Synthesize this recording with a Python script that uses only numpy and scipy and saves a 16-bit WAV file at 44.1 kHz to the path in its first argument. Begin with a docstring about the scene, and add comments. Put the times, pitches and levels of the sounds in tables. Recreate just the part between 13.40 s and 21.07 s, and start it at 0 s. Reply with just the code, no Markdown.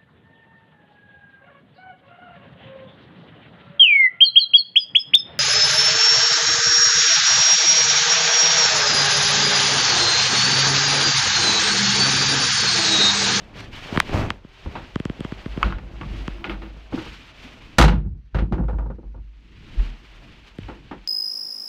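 """Inside a caravan sleeves rustle as band-shaped friction noise over the rumble of a grip.
A finger first strokes a hand-held camera's plastic case, which ticks as dispersed bending waves.
Latch and lever then clack as damped rings, and the hinges of a light hollow door drone as filtered noise.
The door bangs on its stop, bounces and shudders: decaying noise through its resonances, with low tones.
The rustle nearly vanishes after the bang, then returns as the floor flexes under a step, a low unsteady
tone; a faint squeak follows. A soft ceiling flattens the peaks."""
import sys
import numpy as np
from scipy.fft import rfft, irfft, next_fast_len
from scipy.io import wavfile
from scipy.ndimage import uniform_filter1d, map_coordinates

SR = 44100
rng = np.random.default_rng(int(sys.argv[2]) if len(sys.argv) > 2 else 0)


def file_out(sig):
    """Save sig as 16-bit WAV at sys.argv[1]."""
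    # one column per channel
    cols = np.atleast_2d(sig).T
    # limit, then scale
    lim = np.clip(cols, -1, 1)
    pcm = np.round(lim * 32767).astype(np.int16)
    wavfile.write(sys.argv[1], SR, pcm)


N = 338467  # length [samples]

# Rms levels of rustle and scrape, sinking after the bang: (time [s], sleeve level [dB], scrape level [dB])
FRICTION_LEVELS = [(0, -52, -52), (.13, -58.5, -52.5), (.17, -43, -43.5), (.31, -55, -54.5),
                   (.335, -40, -50.5), (.4, -41, -51), (.49, -40, -42), (.515, -39, -40.5),
                   (.55, -36, -30.5), (.64, -43.5, -45.5), (.7, -40.5, -39.5), (.745, -38, -24.5),
                   (.81, -38, -29), (.87, -46.5, -35.5), (1.01, -62, -61), (1.15, -52.5, -59),
                   (1.34, -49, -45.5), (1.48, -50.5, -55), (1.64, -54, -51), (1.89, -48.5, -48.5),
                   (2.13, -48.5, -49.5), (2.24, -47.5, -37), (2.37, -63, -54), (2.77, -44, -48.5),
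                   (3.09, -57, -52), (3.32, -55, -56.5), (3.5, -56, -57), (3.56, -40, -46),
                   (3.66, -43, -58), (3.86, -48.5, -58.5), (3.93, -52, -57.5), (4.03, -45.5, -53),
                   (4.16, -50, -53.5), (4.42, -54, -59.5), (4.62, -87, -76.5), (4.93, -72, -80.5),
                   (5.5, -75.5, -67), (5.85, -70, -75), (6.126, -59, -72.5), (6.44, -47, -51),
                   (6.586, -55, -62), (6.83, -52.5, -56.5), (7.03, -56, -62), (7.085, -49, -58),
                   (7.13, -58.5, -62), (7.24, -50, -58), (7.38, -56.5, -63), (7.67, -57, -64)]
# Relative spectrum of the grip's rumble: (frequency [Hz], density [dB per Hz])
RUMBLE_SPECTRUM = [(12, -32), (20, 3), (38, -14), (54, -4), (64, -7.5), (92, -2.5), (190, -9.5),
                   (304, -10.5), (334, -11.5), (372, -18.5), (500, -23.5), (650, -50), (1100, -120)]
# Relative spectrum of sleeve cloth: (frequency [Hz], density [dB per Hz])
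CLOTH_SPECTRUM = [(530, -33), (900, -5.5), (1850, -3), (2400, -0.5), (3000, -1), (3570, -5.5), (4540, -11),
                  (9000, -37), (11700, -52), (19800, -120)]
# Relative spectrum of the fizz above sleeve and grip: (frequency [Hz], density [dB per Hz])
FIZZ_SPECTRUM = [(2650, -24), (4500, 4.5), (5680, 1), (6190, 0.5), (9820, -14), (15200, -17),
                 (16000, -32.5)]
# Relative spectrum of scraping fingers: (frequency [Hz], density [dB per Hz])
SCRAPE_SPECTRUM = [(210, -42), (350, -7), (394, 0), (432, -5.5), (630, -2.5), (881, -6.5), (1060, -8),
                   (2600, -17.5), (3380, -47.5), (5720, -120)]
# Quick finger strokes over the case: (time [s], length [s], level before the envelope [dB])
STROKES = [(0.156, 0.101, -42.5)]
# Relative spectrum of a stroke: (frequency [Hz], density [dB per Hz])
STROKE_SPECTRUM = [(500, -23.5), (1200, -4), (1800, 2.5), (2600, -3.5), (3300, -14.5), (4200, -2),
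                   (5000, -11.5), (6000, -9.5), (7000, -25.5), (12000, -32.5), (16000, -58.5)]
# Weight shifts that flex the floor: (time [s], rms level [dB], hold [s], t60 [s])
FLOOR_STEPS = [(0.574, -33, .005, .12), (.81, -41, .02, .4), (1.274, -31, .005, 0.089),
               (1.385, -43, .01, 0.34), (6.402, -12.5, 0.0035, 0.17), (6.458, -25.5, .01, 0.32),
               (6.756, -42, 0.0069, .5)]
# Case ticks, clicking 2 ms after the time:
# (time [s], click peak [dB], thump over click [dB], click centre [Hz])
CASE_TICKS = [(0.205, -27, -14, 2010), (0.523, -33, 16, 970), (0.561, -16, -0.5, 764),
              (0.574, -5.5, -3, 777), (0.6, 2.5, -36, 2080), (0.692, -23.5, 1, 1040),
              (0.903, -7.5, -16, 1240), (1.046, -42.5, 12.5, 1250), (1.557, -17.5, 5.5, 1250),
              (1.599, -22.5, 6.5, 1210), (1.652, -21, 6.5, 1990), (1.697, -23, 7.5, 890),
              (1.79, -58, 31.5, 2750), (1.804, -27, 9.5, 2360), (1.847, -23, 5, 1230),
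              (1.92, -25.5, 7.5, 1220), (2.059, -26.5, 8.5, 1060), (2.162, -41, 10, 1208),
              (2.174, -26.5, 11, 830), (2.878, -18.5, 0.5, 1580), (7.184, -31.5, 10.5, 2080)]
# Resonances of the case: (frequency [Hz], width [Hz], mean gain [dB])
CASE_MODES = [(1065, 380, 16), (2008, 780, 12.5), (2650, 300, 12), (3187, 350, 13), (4950, 1500, -2),
              (8050, 1400, 0)]
# Latch and lever clacks, and a faint late squeak:
# (time [s], nominal level [dB], favoured low ring [Hz], upper rings' gain [dB])
CLACKS_AND_SQUEAK = [(2.229, -8, 1277, -4.5), (2.248, -53, 1320, -16), (2.268, -40, 1280, -12),
                     (2.282, -34, 1340, -18), (2.305, -31, 1320, -14), (2.324, -19, 1460, -13),
                     (2.612, -25, 1110, -8), (2.632, -30, 1090, -11), (3.042, -23.5, 1380, 4),
                     (3.074, -41, 1305, 9), (3.096, -29.5, 1286, 7.5), (3.578, -30, 1360, -40),
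                     (7.233, -62, 1288, 24)]
# Rings that clacks and squeak share: (frequency [Hz], mean level [dB], t60 [s])
LATCH_RINGS = [(1110, -2, 0.051), (1282, 7, 0.017), (1427, -10, 0.098), (2230, 4, 0.014), (2574, -3, 0.03),
               (2960, -9, 0.021), (3060, 1.5, 0.0095), (4650, -15, 0.012), (6800, -48, 0.0064)]
# Drone while the hinges drag: (time [s], rms level [dB])
HINGE_LEVELS = [(2.25, -43), (2.486, -53), (2.902, -46), (3.054, -42.5), (3.11, -34.5), (3.2, -49),
                (3.271, -39.5), (3.33, -60)]
# Relative spectrum of the drone: (frequency [Hz], density [dB per Hz])
DRONE_SPECTRUM = [(170, -54), (195, -3), (230, -20), (315, -16), (340, -3.5), (365, -23.5), (420, -64.5)]
# Jolts that flex the door leaf: (time [s], rms level [dB], hold [s], t60 [s])
LEAF_JOLTS = [(1.557, -38, .01, 0.24), (1.7, -32, 0.0043, 0.12), (1.804, -42, 0.19, .2),
              (2.102, -32, .03, 0.65), (2.261, -15, 0.0037, 0.14), (2.356, -24.5, .005, 0.12),
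              (2.45, -32.5, .005, .25), (2.552, -33, .005, 0.45), (2.69, -28.5, 0.028, 0.37),
              (2.785, -29, 0.037, 0.33), (2.915, -29.5, 0.023, .3), (3.108, -31.5, .005, 1.8),
              (3.694, -37, .005, 0.44), (4.058, -43, 0.0094, 0.17), (4.243, -42, .01, 0.16),
              (4.42, -8, 0.011, 0.66), (4.965, -20, .02, 0.58), (5.031, -17.5, 0.0051, 0.2),
              (5.146, -20, 0.0056, 0.16), (5.215, -22.5, .22, 0.5), (5.657, -35.5, .16, 0.83),
              (7.25, -38.5, 0.012, 0.68)]
# Round hollow thumps of contacts, slam and bounces, each at its own pitch:
# (time of peak [s], frequency [Hz], peak [dB], t60 [s])
ROUND_THUMPS = [(2.26, 188.5, -24.5, 0.32), (3.546, 282, -17, 0.067), (3.585, 325, -23.5, 0.1),
                (4.051, 250, -36.5, 0.15), (4.45, 150.1, -11.5, 0.48), (5.031, 201, -24, 0.11),
                (5.124, 206, -18, 0.1), (5.185, 203, -21.5, 0.082), (5.212, 199, -22.5, 0.14),
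                (6.399, 121, -33.5, 0.16), (7.22, 96, -35, 0.43), (7.29, 302, -30.5, 0.066),
                (7.52, 304, -27, 0.082)]
# Interval of the bounces on the stop: (start [s], end [s])
STOP_INTERVAL = (4.9, 5.9)
# Panel modes the bounces strike: (frequency [Hz], mean level over the knock's nominal one [dB], t60 [s])
STOP_MODES = [(520, -5, 0.087), (931, -6, 0.063), (1426, -14, 0.056)]
# Knocks on door and frame: (time [s], nominal level [dB], nominal thud over it [dB], thud centre [Hz],
# nominal bite over it [dB], nominal t60 near 1 kHz [s])
DOOR_KNOCKS = [(1.259, -29, 7.5, 183, -24, 0.064), (1.353, -25, -8.5, 232, -1.5, .21),
               (2.242, -29.5, -2.5, 175, 6, 0.4), (2.383, -34.5, -29, 143, 4, 0.068),
               (2.61, -35, 4.5, 146, 1, 0.2), (3.045, -26.5, 1, 327, 3.5, 0.17),
               (3.1, -26, -11, 196, 1.5, 0.21), (3.218, -35.5, -7, 197, 3.5, 0.23),
               (3.364, -37, -5, 170, -16, 0.045), (3.524, -27, 6.5, 305, -16, 0.14),
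               (3.543, -39.5, 14, 298, -16, 0.17), (3.575, -31, -0.5, 315, -14, 0.29),
               (3.663, -32.5, 1, 190, -11, 0.073), (4.384, 0, -8, 170, -2.5, 0.065),
               (4.399, -5.5, -9, 170, -2.5, 0.072), (4.412, -4.5, -19.5, 359, -0.5, 0.076),
               (4.423, -4, -20.5, 359, -2.5, 0.049), (4.439, -7.5, -6, 156, -1.5, 0.11),
               (4.48, -13.5, -9, 203, -1.5, 0.12), (4.519, -25.5, 5, 157.5, -4, 0.2),
               (4.649, -46.5, 23, 147, -25.5, .13), (4.748, -65.5, 26, 218, -12, .13),
               (4.946, -21, -1.5, 159, -7, 0.19), (4.986, -23, -1, 302, -2.5, 0.12),
               (5.019, -36, 16, 205, -15, .13), (5.076, -58, 29, 205, -19.5, 0.4),
               (5.123, -22, 5, 210, -12, 0.15), (5.178, -29, 11, 208.5, -22, 0.17),
               (5.197, -29.5, 1.5, 200, -42, 0.15), (5.236, -36.5, -2.5, 248, -14.5, 0.093),
               (5.283, -26.5, 5.5, 490, -18.5, 0.18), (5.329, -33.5, 5.5, 142.3, -30.5, 0.13),
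               (5.385, -26.5, -10.5, 163.7, -24.5, 0.13), (5.418, -38, 0.5, 244, -41.5, 0.3),
               (5.46, -36, 7.5, 159, -28.5, 0.087), (5.501, -32, 9.5, 336, -22, .1),
               (5.583, -47, 20, 409, -37, .09), (5.63, -48, 10.5, 249.6, -38, 0.17),
               (5.744, -40.5, 3.5, 141.4, -47, .1), (5.775, -49.5, 7, 142.6, -23, 0.11),
               (6.393, -39, 6.5, 303, 7.5, 0.12), (7.284, -29.5, -0.5, 310, -4, .2),
               (7.512, -28.5, 0, 307, -4.5, 0.17)]
# Resonances of the hollow door: (frequency [Hz], width [Hz], gain added to the direct blow [dB])
DOOR_MODES = [(149.6, 30, 7.5), (200, 14, 12.5), (337.5, 21, 13), (502, 67, 12.5), (838, 89, 4.5),
              (930, 35, 8), (1225, 60, 4.5), (1430, 50, 5), (1810, 10, -2), (2180, 29, -9.5),
              (2770, 80, -2), (3920, 260, -4.5)]
# Relative spectrum of a hard knock: (frequency [Hz], density [dB per Hz])
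BLOW_SPECTRUM = [(41, -32.5), (70, 19), (118, 2), (152, -4.5), (554, -18), (834, -13.5), (1170, -16.5),
                 (1470, -15.5), (6300, -29), (14900, -56), (16000, -71)]
# Damping of a knock: (frequency [Hz], factor on its nominal t60 [ratio])
DAMPING_FACTORS = [(100, 3), (400, 1.47), (1000, 1.04), (4000, 1.25), (12000, 0.98)]

FIZZ_UNDER_SLEEVE_DB, FIZZ_UNDER_GRIP_DB = 16, 22.5
# mean rumble at a scrape of -48.5 dB, its growth per dB of scrape, its random sway
RUMBLE_DB, RUMBLE_PER_DB, RUMBLE_SWAY_DB = -43.5, 0.6732, 4.5
# mean panel tremble at a scrape of -50 dB, its change per dB of scrape, its random sway
IDLE_DB, IDLE_PER_DB, IDLE_SWAY_DB = -56, -0.03, 4
FLOOR_HZ, LEAF_HZ, SWELL_S = 40.4, 51.4, .035
SPREAD = .095  # dispersion of the bending wave [s*sqrt(Hz)]
THUMP_SWELL_CYCLES = 4.5
# nominal treble of a knock is the larger of two lines: one rising with its level, one with its bite
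HARD_TREBLE_DB, TREBLE_PER_DB = -9, 1.1
SOFT_TREBLE_DB, TREBLE_PER_BITE = -33.5, 1
CEILING, TOP_HZ = .74, 15900  # soft limit [full scale] and band limit


def amp(db):
    """Level is logarithmic: 20 dB is a factor of ten in amplitude."""
    return 10 ** (np.asarray(db) / 20)


def unit(x):
    """Normalisation to an rms of 1."""
    return x / np.sqrt(np.mean(x ** 2) + 1e-20)


def along(points, hz):
    """Interpolation of (frequency [Hz], value) points on a logarithmic frequency axis."""
    f, v = np.transpose(points)
    return np.interp(np.log(hz + 1), np.log(f + 1), v)


def curves(rows):
    """Linear interpolation in time: one curve for each column after the first."""
    s, *columns = np.transpose(rows)
    return [np.interp(np.arange(N) / SR, s, column) for column in columns]


def wobble(rate):
    """Smooth random modulation: a spline through random knots, rate of them a second."""
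    knots = rng.standard_normal(int(N * rate / SR) + 4)
    return map_coordinates(knots, [np.arange(N) * rate / SR])


def phase_walks(count, size):
    """Phase diffusion: random walks gaining a radian rms in a millisecond, then smoothed."""
    walk = np.cumsum(rng.standard_normal((count, size)), axis=1) / np.sqrt(SR / 1000)
    smooth = uniform_filter1d(walk, size=30, axis=1)
    return uniform_filter1d(smooth, size=30, axis=1)


def filtered(x, response):
    """Linear filtering: the spectrum is multiplied by a response of frequency."""
    m = next_fast_len(N + 8192)
    return irfft(rfft(x, m) * response(np.fft.rfftfreq(m, 1 / SR)), m)[..., :N]


def add(track, s, sound):
    """Superposition: a sound is summed into the track from time s."""
    part = track[round(s * SR):][:len(sound)]
    part += sound[:len(part)]


def rub(spectrum, grain_db, rate):
    """Stick-slip friction: noise of rms 1 whose level jumps as surfaces catch and slip."""
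    rough = rng.standard_normal(N) * amp(grain_db * wobble(rate))
    return unit(filtered(rough, lambda hz: amp(along(spectrum, hz))))


def grip_rumble():
    """Low-frequency friction: the rumble of the grip grows less than its scrape does."""
    _, scrape_db = curves(FRICTION_LEVELS)
    rumble_db = RUMBLE_DB + RUMBLE_PER_DB * (scrape_db + 48.5) + RUMBLE_SWAY_DB * wobble(7.6)
    return amp(rumble_db) * rub(RUMBLE_SPECTRUM, grain_db=1.5, rate=60)


def sleeve_rustle():
    """Fibre friction: brushing sleeves make mid-band noise that nearly vanishes after the bang."""
    cloth_db, _ = curves(FRICTION_LEVELS)
    return amp(cloth_db) * rub(CLOTH_SPECTRUM, grain_db=1.5, rate=54)


def friction_fizz():
    """Incoherent addition: the treble powers of sleeve and grip sum to one fizz."""
    cloth_db, scrape_db = curves(FRICTION_LEVELS)
    sleeve_fizz = amp(cloth_db - FIZZ_UNDER_SLEEVE_DB)
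    grip_fizz = amp(scrape_db - FIZZ_UNDER_GRIP_DB)
    return np.hypot(sleeve_fizz, grip_fizz) * rub(FIZZ_SPECTRUM, grain_db=1.5, rate=80)


def finger_scrape():
    """Dry friction: scraping fingers make fast-grained noise."""
    _, scrape_db = curves(FRICTION_LEVELS)
    return amp(scrape_db) * rub(SCRAPE_SPECTRUM, grain_db=2, rate=330)


def finger_strokes():
    """Sliding contact: fluttering noise starts at once, grows, and drops to a faint residue."""
    t, stroke = np.arange(N) / SR, np.zeros(N)
    for s, length, db in STROKES:
        corners = [s, s + 0.002, s + length - .01, s + length]
        stroke += amp(db) * np.interp(t, corners, [0, 0.63, 0.86, 0.017])
    return stroke * rub(STROKE_SPECTRUM, grain_db=3, rate=45)


def panel_flexing(hz, jolts):
    """Flexural vibration: an unsteady low tone with a weak overtone; jolts swell, hold and decay."""
    t = np.arange(N) / SR
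    _, scrape_db = curves(FRICTION_LEVELS)
    db = IDLE_DB + IDLE_PER_DB * (scrape_db + 50) + IDLE_SWAY_DB * wobble(35)
    for s, level_db, hold, t60 in jolts:
        swell_db = 20 * np.log10(np.clip(1 + (t - s) / SWELL_S, 1e-5, 1))
        fall_db = 60 * np.maximum(t - s - hold, 0) / t60
        db = np.maximum(db, level_db + swell_db - fall_db)
    phase = 2 * np.pi * np.cumsum(hz * (1 + 0.047 * wobble(25))) / SR
    tone = np.sin(phase) + 0.019 * np.sin(3 * phase + wobble(1.3))
    return np.sqrt(2) * amp(db + 1.1 * wobble(26)) * tone


def case_ticks():
    """Dispersion: bending-wave speed grows with root frequency, so a tick falls from click to thump."""
    out, size, lead = np.zeros(N), 4096, .005  # lead [s] leaves room before the arrival
    hz = np.fft.rfftfreq(size, 1 / SR) + 1
    travel = np.exp(-4j * np.pi * SPREAD * np.sqrt(hz) - 2j * np.pi * hz * lead)

    def bump(centre, octaves):
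        return np.exp(-.5 * (np.log2(hz / centre) / octaves) ** 2)

    def pulse(spectrum):
        wave = irfft(spectrum)
        return wave / np.abs(wave).max()

    for s, db, thump_db, click_hz in CASE_TICKS:
        case = .15  # sound passing between the resonances
        for k, (centre, width, gain_db) in enumerate(CASE_MODES):
            gain = (-1) ** k * amp(gain_db + rng.normal(0, 2.5))
            loss = 1j * hz * width
            case = case + gain * loss / (centre * centre - hz * hz + loss)
        click = pulse(bump(click_hz, 1.5) * travel * case)
        thump = pulse(-bump(160.5, 0.92) * travel)
        start = s + .002 - lead - SPREAD / np.sqrt(click_hz)
        add(out, start, amp(db) * (click + amp(thump_db) * thump))
    return out


def latch_clacks_and_squeak():
    """Damped free vibration: brass latch parts ring briefly in wood; such rings also make a late squeak."""
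    out, t = np.zeros(N), np.arange(SR // 10) / SR
    hz, level_db, t60 = np.transpose(LATCH_RINGS)[..., None]
    rise = (1 - np.exp(-t / .0004)) ** 2
    for s, db, favoured_hz, upper_db in CLACKS_AND_SQUEAK:
        chance_db = rng.normal(0, 0.5, hz.shape)
        low_db = -30 * np.abs(np.log2(hz / favoured_hz))  # 30 dB lost per octave from the favoured ring
        place_db = np.where(hz > 1800, upper_db, low_db)
        size = amp(level_db + chance_db + place_db - 60 * t / t60)
        rattle = 0.55 * phase_walks(len(hz), len(t))  # loose parts blur each ring
        rings = size * np.sin(2 * np.pi * hz * t + rattle)
        add(out, s, amp(db) * rise * rings.sum(0))
    return out


def hinge_drone():
    """Friction-driven resonance: dragging hinges feed two low resonances of the swinging door."""
    before = (HINGE_LEVELS[0][0] - .02, -120)
    after = (HINGE_LEVELS[-1][0] + .1, -120)
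    db, = curves([before, *HINGE_LEVELS, after])
    return amp(db) * rub(DRONE_SPECTRUM, grain_db=-2.0, rate=76)


def round_thumps():
    """Resonant build-up and decay: a low tone swells for a few cycles, then rings out at its own pitch."""
    out, t = np.zeros(N), np.arange(-SR // 10, SR // 2) / SR
    for s, hz, db, t60 in ROUND_THUMPS:
        swell = np.clip(1 + t * hz / THUMP_SWELL_CYCLES, 0, 1) ** 2
        ring = np.sin(2 * np.pi * hz * t + .3 * phase_walks(1, len(t))[0])
        add(out, s + t[0], amp(db - 60 * np.maximum(t, 0) / t60) * swell * ring)
    return out


def stop_rings():
    """Modal excitation: each bounce on the stop sets the same few panel modes ringing."""
    out, t = np.zeros(N), np.arange(SR // 5) / SR
    hz, level_db, t60 = np.transpose(STOP_MODES)[..., None]
    rise = 1 - np.exp(-t / 0.0043)
    for s, db, *_ in DOOR_KNOCKS:
        if STOP_INTERVAL[0] < s < STOP_INTERVAL[1]:
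            chance_db = rng.normal(0, 2.5, hz.shape)
            size = amp(db + level_db + chance_db - 60 * t / t60) * rise
            blur = 0.27 * phase_walks(len(hz), len(t))
            add(out, s, (size * np.sin(2 * np.pi * hz * t + blur)).sum(0))
    return out


def door_knocks():
    """Impact response: each blow excites the door's resonances, and every band decays at its own rate."""
    out, size = np.zeros(N), 16384
    hz, t = np.fft.rfftfreq(size, 1 / SR) + 1, np.arange(size) / SR
    centres = np.geomspace(80, 14000, 15)
    bands = np.exp(-(np.log(hz / centres[:, None]) / np.log(centres[1] / centres[0])) ** 2)
    bands /= bands.sum(0)
    lift = 1 + sum(amp(db) / np.hypot(1, 2 * (hz - c) / width) for c, width, db in DOOR_MODES)
    colour = amp(along(BLOW_SPECTRUM, hz)) * lift
    middle = (hz > 600) & (hz < 2000)  # the band that sets the reference level
    colour /= np.sqrt(2 * np.sum(colour[middle] ** 2)) / size
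    rise = 1 - np.exp(-t * centres[:, None] / 0.5)  # a band needs a cycle or two to speak
    for s, db, thud_db, thud_hz, bite_db, t60 in DOOR_KNOCKS:
        hard_db = HARD_TREBLE_DB + TREBLE_PER_DB * db
        soft_db = SOFT_TREBLE_DB + TREBLE_PER_BITE * bite_db
        treble_db = max(hard_db, soft_db)
        tilt = [(thud_hz / 4, thud_db - 22), (thud_hz / 2, thud_db - 10.0), (thud_hz, thud_db + 5.0),
                (600, 3), (1200, 3), (2800, bite_db + 9.5),
                (7500, treble_db + 18.5), (14000, treble_db + 26.0)]
        tilt_db = along(tilt, centres)[:, None]
        random_phase = np.exp(2j * np.pi * rng.random(len(hz)))
        shake = irfft(random_phase * colour * bands, size)
        life = max(t60, .01) * along(DAMPING_FACTORS, centres)[:, None]
        decaying = amp(tilt_db - 60 * t / life) * rise * shake
        add(out, s, amp(db - 10) * decaying.sum(0))
    return out


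def scene():
    """Superposition of all sources, from the background to the door."""
    friction = grip_rumble() + sleeve_rustle() + friction_fizz() + finger_scrape() + finger_strokes()
    floor = panel_flexing(FLOOR_HZ, FLOOR_STEPS)
    fittings = case_ticks() + latch_clacks_and_squeak() + hinge_drone()
    door = panel_flexing(LEAF_HZ, LEAF_JOLTS) + round_thumps() + stop_rings() + door_knocks()
    return (friction + floor + fittings + door)[None]


def record(dry):
    """Saturation and band limiting: peaks bend under a ceiling, and the highest treble is removed."""
    squashed = dry / (1 + np.abs(dry / CEILING) ** 6) ** (1 / 6)
    return filtered(squashed, lambda hz: hz < TOP_HZ)


dry = scene()
out = record(dry)
file_out(out)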